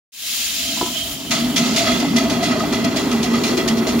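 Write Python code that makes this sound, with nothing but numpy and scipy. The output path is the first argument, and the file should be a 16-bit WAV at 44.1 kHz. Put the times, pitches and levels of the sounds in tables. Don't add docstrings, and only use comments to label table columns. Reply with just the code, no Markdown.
import sys
import numpy as np
from scipy import signal
from scipy.fft import rfft, irfft
from scipy.io import wavfile
from scipy.ndimage import uniform_filter1d, map_coordinates

SR = 44100
rng = np.random.default_rng(int(sys.argv[2]) if len(sys.argv) > 2 else 0)


def to_wav(s):
    ch = np.atleast_2d(s).T
    pcm = np.round(np.clip(ch, -1, 1) * 32767)
    wavfile.write(sys.argv[1], SR, pcm.astype(np.int16))


def level_to_linear(level):
    exponent = np.asarray(level, float) / 20
    return 10 ** exponent


N = 176400
T = np.arange(N) / SR
HZ = np.fft.rfftfreq(N, 1 / SR)

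# time_s, smokebox_db, chimney_hum_db
DRAUGHT = [(.1, -56.5, -58), (.5, -42.5, -45), (.75, -30, -36.5), (1.0, -34, -36.5), (1.29, -29.5, -42),
           (1.33, -22, -42), (1.52, -22, -35.5), (1.6, -18, -40.5), (1.8, -20, -24.5), (2.1, -19.5, -37.5),
           (2.2, -19, -27.5), (2.65, -21, -25.5), (2.75, -19, -38.5), (3.2, -21, -44.5), (4.0, -21.5, -35)]
# time_s, hiss_db, whistle_share_db, fizz_share_db
LEAK = [(.1, -29, -22, 1.5), (.35, -21.5, -20, -1), (.78, -22, -8.5, -5), (.92, -26, -8, -1.5),
        (.98, -24.5, 0, -2.5), (1.06, -28, -5, 0.5), (1.15, -30, -4.5, 2.5), (1.19, -31.5, -8, -3),
        (1.55, -34, -3, 2.5), (1.66, -22.5, -16, -11), (1.95, -25.5, -26, -8.5), (2.12, -33.5, -9, -3),
        (2.7, -34.5, -9, -6.5), (3.4, -33.5, -24, -5.5), (4.0, -43, -30, 6)]


def exhaust():
    # start_s, jet_db, fall_s, chimney_db, tail_db
    beats = [(1.3088, -10.5, 0.063, -21.5, -15.5), (1.5626, -6.5, 0.03, -28.5, -21.5),
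             (1.762, -8, 0.043, -56, -20), (1.8606, -26, 0.014, -19.5, -28),
             (2.001, -13.5, 0.015, -34, -35), (2.162, -12, 0.043, -27.5, -37),
             (2.298, -16, 0.034, -40, -35), (2.4286, -17, 0.055, -29.5, -20.5),
             (2.597, -22, 0.025, -48, -47), (2.725, -17.5, 0.033, -22.5, -29),
             (2.8443, -11, 0.01, -32, -54), (2.9613, -15, 0.044, -28, -24.5),
             (3.114, -17.5, 0.022, -28, -32), (3.23, -12, 0.023, -35, -32),
             (3.3318, -27, 0.036, -27.5, -27), (3.4364, -14.5, 0.06, -25.5, -29),
             (3.572, -18, 0.026, -27, -33), (3.6783, -11, 0.024, -34, -40), (3.7708, -19, 0.02, -36.5, -31),
             (3.869, -18.5, 0.052, -27.5, -29.5), (3.986, -30, 0.033, -47, -23)]
    # frequency_hz, level_db
    jet_spectrum = [(60, -45), (900, -19), (2000, 3), (3500, 5), (6000, 4), (9000, -6.5), (12000, -18),
                    (16000, -13)]
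    # frequency_hz, level_db
    tail_spectrum = [(60, -36), (900, 1), (2000, 0.5), (3500, 4), (6000, -4), (9000, -8), (12000, -22),
                     (16000, -55)]
    # frequency_hz, width_hz, level_db
    overtones = [(1280, 61, 5.5), (2015, 92, 6.5), (2450, 85, -0.5), (2760, 45, 2.5), (3363, 66, 3),
                 (4080, 30, -6), (4280, 110, -2.5), (4654, 69, 0), (5390, 75, -3.5), (5700, 38, -2.5),
                 (6670, 154, -9)]
    # frequency_hz, width_hz, level_db
    lowest_tone = [(623, 31, -5), (668, 48, 7)]
    pipe_rise_s, pipe_fall_s = 0.0062, 0.074
    regulator_s, blow_by_db = 1.55, -10.5

    jet = sum(level_to_linear(db - 4.5) * puff(s - 0.004, 0.0044, fall_s) for s, db, fall_s, _, _ in beats)
    tail = sum(level_to_linear(db - 5) * puff(s, pipe_rise_s, 0.13) for s, *_, db in beats)
    blow = sum(level_to_linear(db) * puff(s, pipe_rise_s, pipe_fall_s) for s, _, _, db, _ in beats)
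    hum = level_to_linear(curve(DRAUGHT, count=2))
    blow_by = level_to_linear(curve(LEAK) + blow_by_db) * (T > regulator_s)

    ringing = resonances([(hz, width, 0) for hz, width, _ in overtones], steep=0.66)
    jet_noise = noise(level_to_linear(read(jet_spectrum)) * (1 + 0.39 * ringing))
    tail_noise = noise(level_to_linear(read(tail_spectrum)) * (1 + 0.87 * ringing))
    pipe_tones = retuned(noise(resonances(overtones, steep=0.57)))
    low_tone = noise(resonances(lowest_tone, steep=0.86))

    sound = jet * flutter(1.2, 110) * jet_noise
    sound = sound + tail * flutter(1.0, 60) * tail_noise
    sound = sound + (blow + 0.49 * hum + blow_by) * flutter(2.1, 46) * pipe_tones
    return sound + (0.67 * hum + 0.43 * blow) * low_tone


def hoots():
    # start_s, level_db, pitch_hz
    gusts = [(1.329, -27, 630), (1.61, -24, 696), (1.777, -21, 650), (1.809, -15, 676), (1.88, -14, 666),
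             (2.029, -19.5, 700), (2.175, -18, 673), (2.258, -20, 662), (2.314, -19.5, 662),
             (2.427, -19.5, 702), (2.556, -18.5, 627), (2.631, -15.5, 658), (2.85, -19, 668),
             (2.965, -19, 647), (3.246, -23, 708), (3.871, -23, 637)]
    return rings(gusts, rise_s=0.0038, fall_s=0.02, trim_db=-1.5, lead_s=0.00509)


def smokebox():
    # frequency_hz, width_hz, level_db
    cavity = [(178, 144, -9.5), (239.3, 35, 0), (287, 35, -6)]
    # start_s, level_db, pitch_hz
    slugs = [(1.335, -20.5, 269.5), (1.401, -15, 241.4), (1.596, -10, 241.7), (1.742, -17, 240),
             (1.91, -17, 245), (1.963, -22, 248.4), (2.016, -14.5, 257), (2.059, -16.5, 282),
             (2.15, -15, 238), (2.188, -17, 257), (2.239, -10, 235), (2.306, -16.5, 256),
             (2.501, -10.5, 242), (2.57, -21, 264), (2.774, -18, 270.5), (2.86, -8, 242), (2.963, -16, 258),
             (3.044, -14, 270.4), (3.127, -12.5, 228), (3.174, -12.5, 227), (3.232, -15, 255.3),
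             (3.278, -10, 231), (3.334, -10, 233), (3.403, -19, 236.4), (3.508, -12, 241.7),
             (3.706, -7.5, 227), (3.781, -13, 226), (3.853, -23, 243), (3.952, -10.5, 236)]
    boom = noise(resonances(cavity, steep=0.79) * (HZ / (HZ + 60)) ** 2)
    lumps = rings(slugs, rise_s=0.014, fall_s=0.036, trim_db=-4.5, lead_s=0.00797)
    return level_to_linear(curve(DRAUGHT) - 2) * boom + lumps


def leak():
    # frequency_hz, level_db
    hiss_spectrum = [(500, -17.5), (1500, -4.5), (2500, 5.5), (3500, 6.5), (6000, 4), (9000, -2),
                     (12000, -6.5), (16000, -4)]
    # frequency_hz, width_hz, level_db
    ridges = [(7140, 140, 6.5), (7340, 82, 5), (12000, 140, 9.5)]
    # frequency_hz, width_hz, level_db
    slits = [(3025, 40, 0), (3205, 55, 0)]
    # frequency_hz, width_hz, level_db
    left_shadow = [(4170, 170, -22)]
    cab_echo_s = np.array(np.array([[.0023, .0037, .0061], [.0019, .0041, .0056]]))
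    cab_echo_db, fizz_hz = -11, 7900

    shadow = level_to_linear(np.array([bumps_db(left_shadow), 0 * HZ]))
    echoes = np.exp(-2j * np.pi * HZ * cab_echo_s[..., None]).sum(1)
    path = shadow * (1 + level_to_linear(cab_echo_db) * echoes)
    colour = level_to_linear(read(hiss_spectrum) + bumps_db(ridges)) * (HZ / (HZ + 300)) ** 2
    hiss = rfft(noise(colour * path))

    fizz_share = 1 / (1 + (fizz_hz / (HZ + 1)) ** 8)
    fizz = level_to_linear(curve(LEAK, count=3)) * irfft(hiss * fizz_share, N)
    hiss = irfft(hiss * (1 - fizz_share), N) + fizz

    port_gain = level_to_linear(np.array([[-5], [1.5]]))
    whistle = noise(resonances(slits, steep=0.48)) * flutter(1.0, 28) * port_gain
    return level_to_linear(curve(LEAK)) * (hiss * flutter(0.46, 40) + level_to_linear(curve(LEAK, count=2)) * whistle)


def coupling():
    # start_s, level_db, low_ring_db, middle_ring_db
    clanks = [(.773, -23.5, -13, -16), (0.8126, -9.5, 3.5, -1), (.828, -24.5, 21.5, 2), (.845, -27, 13, -7),
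              (0.861, -20.5, 4.5, -2), (.874, -25, 0, -1), (.883, -31, -3, 1), (0.904, -31, 11, 6)]
    # frequency_hz, level_db, t60_s
    modes = [(327, -5.5, 0.032), (355, -2.5, 0.045), (520, -1, 0.037), (700, 6, 0.035), (850, -1, 0.05),
             (922, -1, .06), (983, 3.5, 0.076), (1170, -7, 0.033), (1306, -11, 0.13), (1820, -11, .018)]
    # start_s, level_db, pitch_hz
    knocks = [(2.046, -15, 840), (2.604, -10.5, 1250), (2.636, -13, 786), (3.009, -23, 1320),
              (3.149, -17, 790), (3.619, -18, 1280)]
    out, t = np.zeros(N), np.arange(SR // 5) / SR
    contact = np.minimum(t / 0.00069, 1)
    for s, db, low_db, middle_db in clanks:
        for hz, mode_db, t60 in modes:
            share_db = low_db * (hz < 450) + middle_db * (450 <= hz < 780)
            decay = level_to_linear(db + mode_db + share_db - 8.5 - 60 * t / t60)
            add(out, s, decay * np.sin(2 * np.pi * hz * t) * contact)
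    return out + rings(knocks, rise_s=0.002, fall_s=0.0061, trim_db=-5.5)


def wheels():
    # frequency_hz, level_db
    rumble = [(60, -39), (100, -4.5), (140, -2.5), (300, -10), (450, -15), (550, -3.5), (1000, -4.5),
              (1700, -9)]
    # frequency_hz, width_hz, level_db
    wheel_modes = [(323, 70, -1), (385.7, 45.6, 5.5)]
    # time_s, rolling_db, wheel_ring_share_db
    speed = [(.1, -59, -5), (1.25, -42.5, -8), (1.6, -33.5, 0.5), (2.5, -31, 1.5), (3.2, -30, 3),
             (3.6, -30, 7.5), (4.0, -31, 6.5)]
    # frequency_hz, level_db
    frame_spectrum = [(20, -30), (35, -27), (50, 0.5), (70, 5.5), (110, -10), (160, -4), (300, -21.5)]
    roll = noise(level_to_linear(read(rumble)) / (1 + (HZ / 2500) ** 4) * np.minimum(HZ / 60, 1) ** 4)
    roll = roll + level_to_linear(curve(speed, count=2)) * noise(resonances(wheel_modes, steep=0.55))
    shake = level_to_linear(-41.5) * np.clip(T / 1.1, 0, 1) * noise(level_to_linear(read(frame_spectrum)))
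    return level_to_linear(curve(speed)) * flutter(1.84, 30) * roll + flutter(2.3, 3.7) * shake


def puff(start_s, rise_s, fall_s):
    t = np.maximum(T - start_s, 0)
    return (1 - np.exp(-(t / rise_s) ** 2)) * np.exp(-t / fall_s)


def rings(rows, rise_s, fall_s, trim_db, lead_s=0):
    out, t = np.zeros(N), np.arange(SR // 5) / SR
    shape = (1 - np.exp(-(t / rise_s) ** 2)) * np.exp(-t / fall_s)
    shape = shape / shape.max()
    for (s, db, hz), phase in zip(rows, rng.random((len(rows), 1))):
        tone = np.sin(2 * np.pi * (hz * t + phase))
        add(out, s - lead_s, level_to_linear(db + trim_db) * shape * tone)
    return out


def retuned(x):
    # time_s, detune_cents
    tuning = [(1.3, 0), (1.8, 22), (2.1, 10), (2.6, -25), (3.0, -15), (4.0, -20.5)]
    waver = uniform_filter1d(rng.standard_normal(N), size=3000)
    waver = evened(uniform_filter1d(waver, size=3000))
    cents = curve(tuning) + 12 * waver
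    at = np.cumsum(2 ** (cents / 1200))
    return np.array([map_coordinates(row, [at], order=2, mode="mirror") for row in x])


def patchy(x):
    depth_db = 1.2
    z = signal.stft(x, nperseg=512)[2]
    patches = uniform_filter1d(rng.standard_normal(z.shape[1:]), size=4, axis=0)
    patches = evened(uniform_filter1d(patches, size=8, axis=1))
    gain = level_to_linear(depth_db * patches - depth_db ** 2 / 9)
    return signal.istft(z * gain, nperseg=512)[1][:, :N]


def flutter(depth_db, rate_hz):
    z = rfft(rng.standard_normal(N)) / np.sqrt(HZ + 2) * (HZ > 2) / (1 + (HZ / rate_hz) ** 4)
    return level_to_linear(depth_db * evened(irfft(z, N)))


def noise(gain):
    # frequency_hz, coherence
    likeness = [(30, 0.78), (100, 1), (200, 0.97), (450, 0.79), (800, 1), (1500, 0.44), (3500, 0.9),
                (5500, 0.16), (7000, .15), (16000, .1)]
    # frequency_hz, lead_rad
    right_lead = [(50, 0), (600, 0.34), (2000, 0.9), (4000, 0.99), (5200, 0.14)]
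    left, other = rfft(rng.standard_normal((2, N)))
    same = np.clip(read(likeness), 0, 1)
    right = (same * left + np.sqrt(1 - same ** 2) * other) * np.exp(1j * read(right_lead))
    return evened(irfft(np.array([left, right]) * gain, N))


def resonances(rows, steep):
    peaks = [level_to_linear(db) / (1 + (2 * (HZ - hz) / width) ** 2) ** steep for hz, width, db in rows]
    return np.sqrt(sum(peak ** 2 for peak in peaks))


def bumps_db(rows):
    return sum(db * np.exp(-2 * ((HZ - hz) / width) ** 2) for hz, width, db in rows)


def read(points):
    f, value = np.transpose(points)
    return np.interp(np.log(HZ + 1), np.log(f + 1), value)


def curve(rows, count=1):
    rows = np.array(rows)
    return np.interp(T, rows[:, 0], rows[:, count])


def evened(x):
    return x / np.sqrt(np.mean(x ** 2) + 1e-20)


def add(mix, start_s, sound):
    part = mix[round(start_s * SR):][:len(sound)]
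    part += sound[:len(part)]


def scene():
    return patchy(exhaust()) + hoots() + smokebox() + leak() + coupling() + wheels()


def roll_off(x):
    return signal.sosfilt(signal.butter(12, 15900, fs=SR, output="sos"), x)


def record(dry):
    # frequency_hz, level_db
    left_port = [(100, 0), (1300, 1), (2200, -3.5), (3500, -2.5), (5000, -1.5), (6800, 4.5), (9000, 5.5),
                 (16000, 7)]
    right_port = [(100, 1.5), (1300, -0.5), (2200, 0), (4200, 3.5), (5500, -1), (7200, -15), (9000, -20),
                  (16000, -6.5)]
    # frequency_hz, width_hz, level_db
    left_dips = [(4320, 550, -4), (8110, 700, -7)]
    right_dips = [(7850, 110, -12), (10300, 1500, -22), (11000, 2360, -18.5)]
    limit, edge_hz = 0.75, 15830
    fade_start_s, fade_s = 0.12, 0.18

    left_db = read(left_port) + bumps_db(left_dips)
    right_db = read(right_port) + bumps_db(right_dips)
    ports = level_to_linear(np.array([left_db, right_db])) * (HZ < edge_hz)
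    squeezed = limit * np.tanh(dry / limit)
    heard = irfft(rfft(squeezed) * ports * np.minimum(HZ / 45, 1) ** 3, N)
    fade = np.clip((T - fade_start_s) / fade_s, 0, 1) ** 0.7
    return roll_off(heard * fade)


dry = scene()
out = record(dry)
to_wav(out)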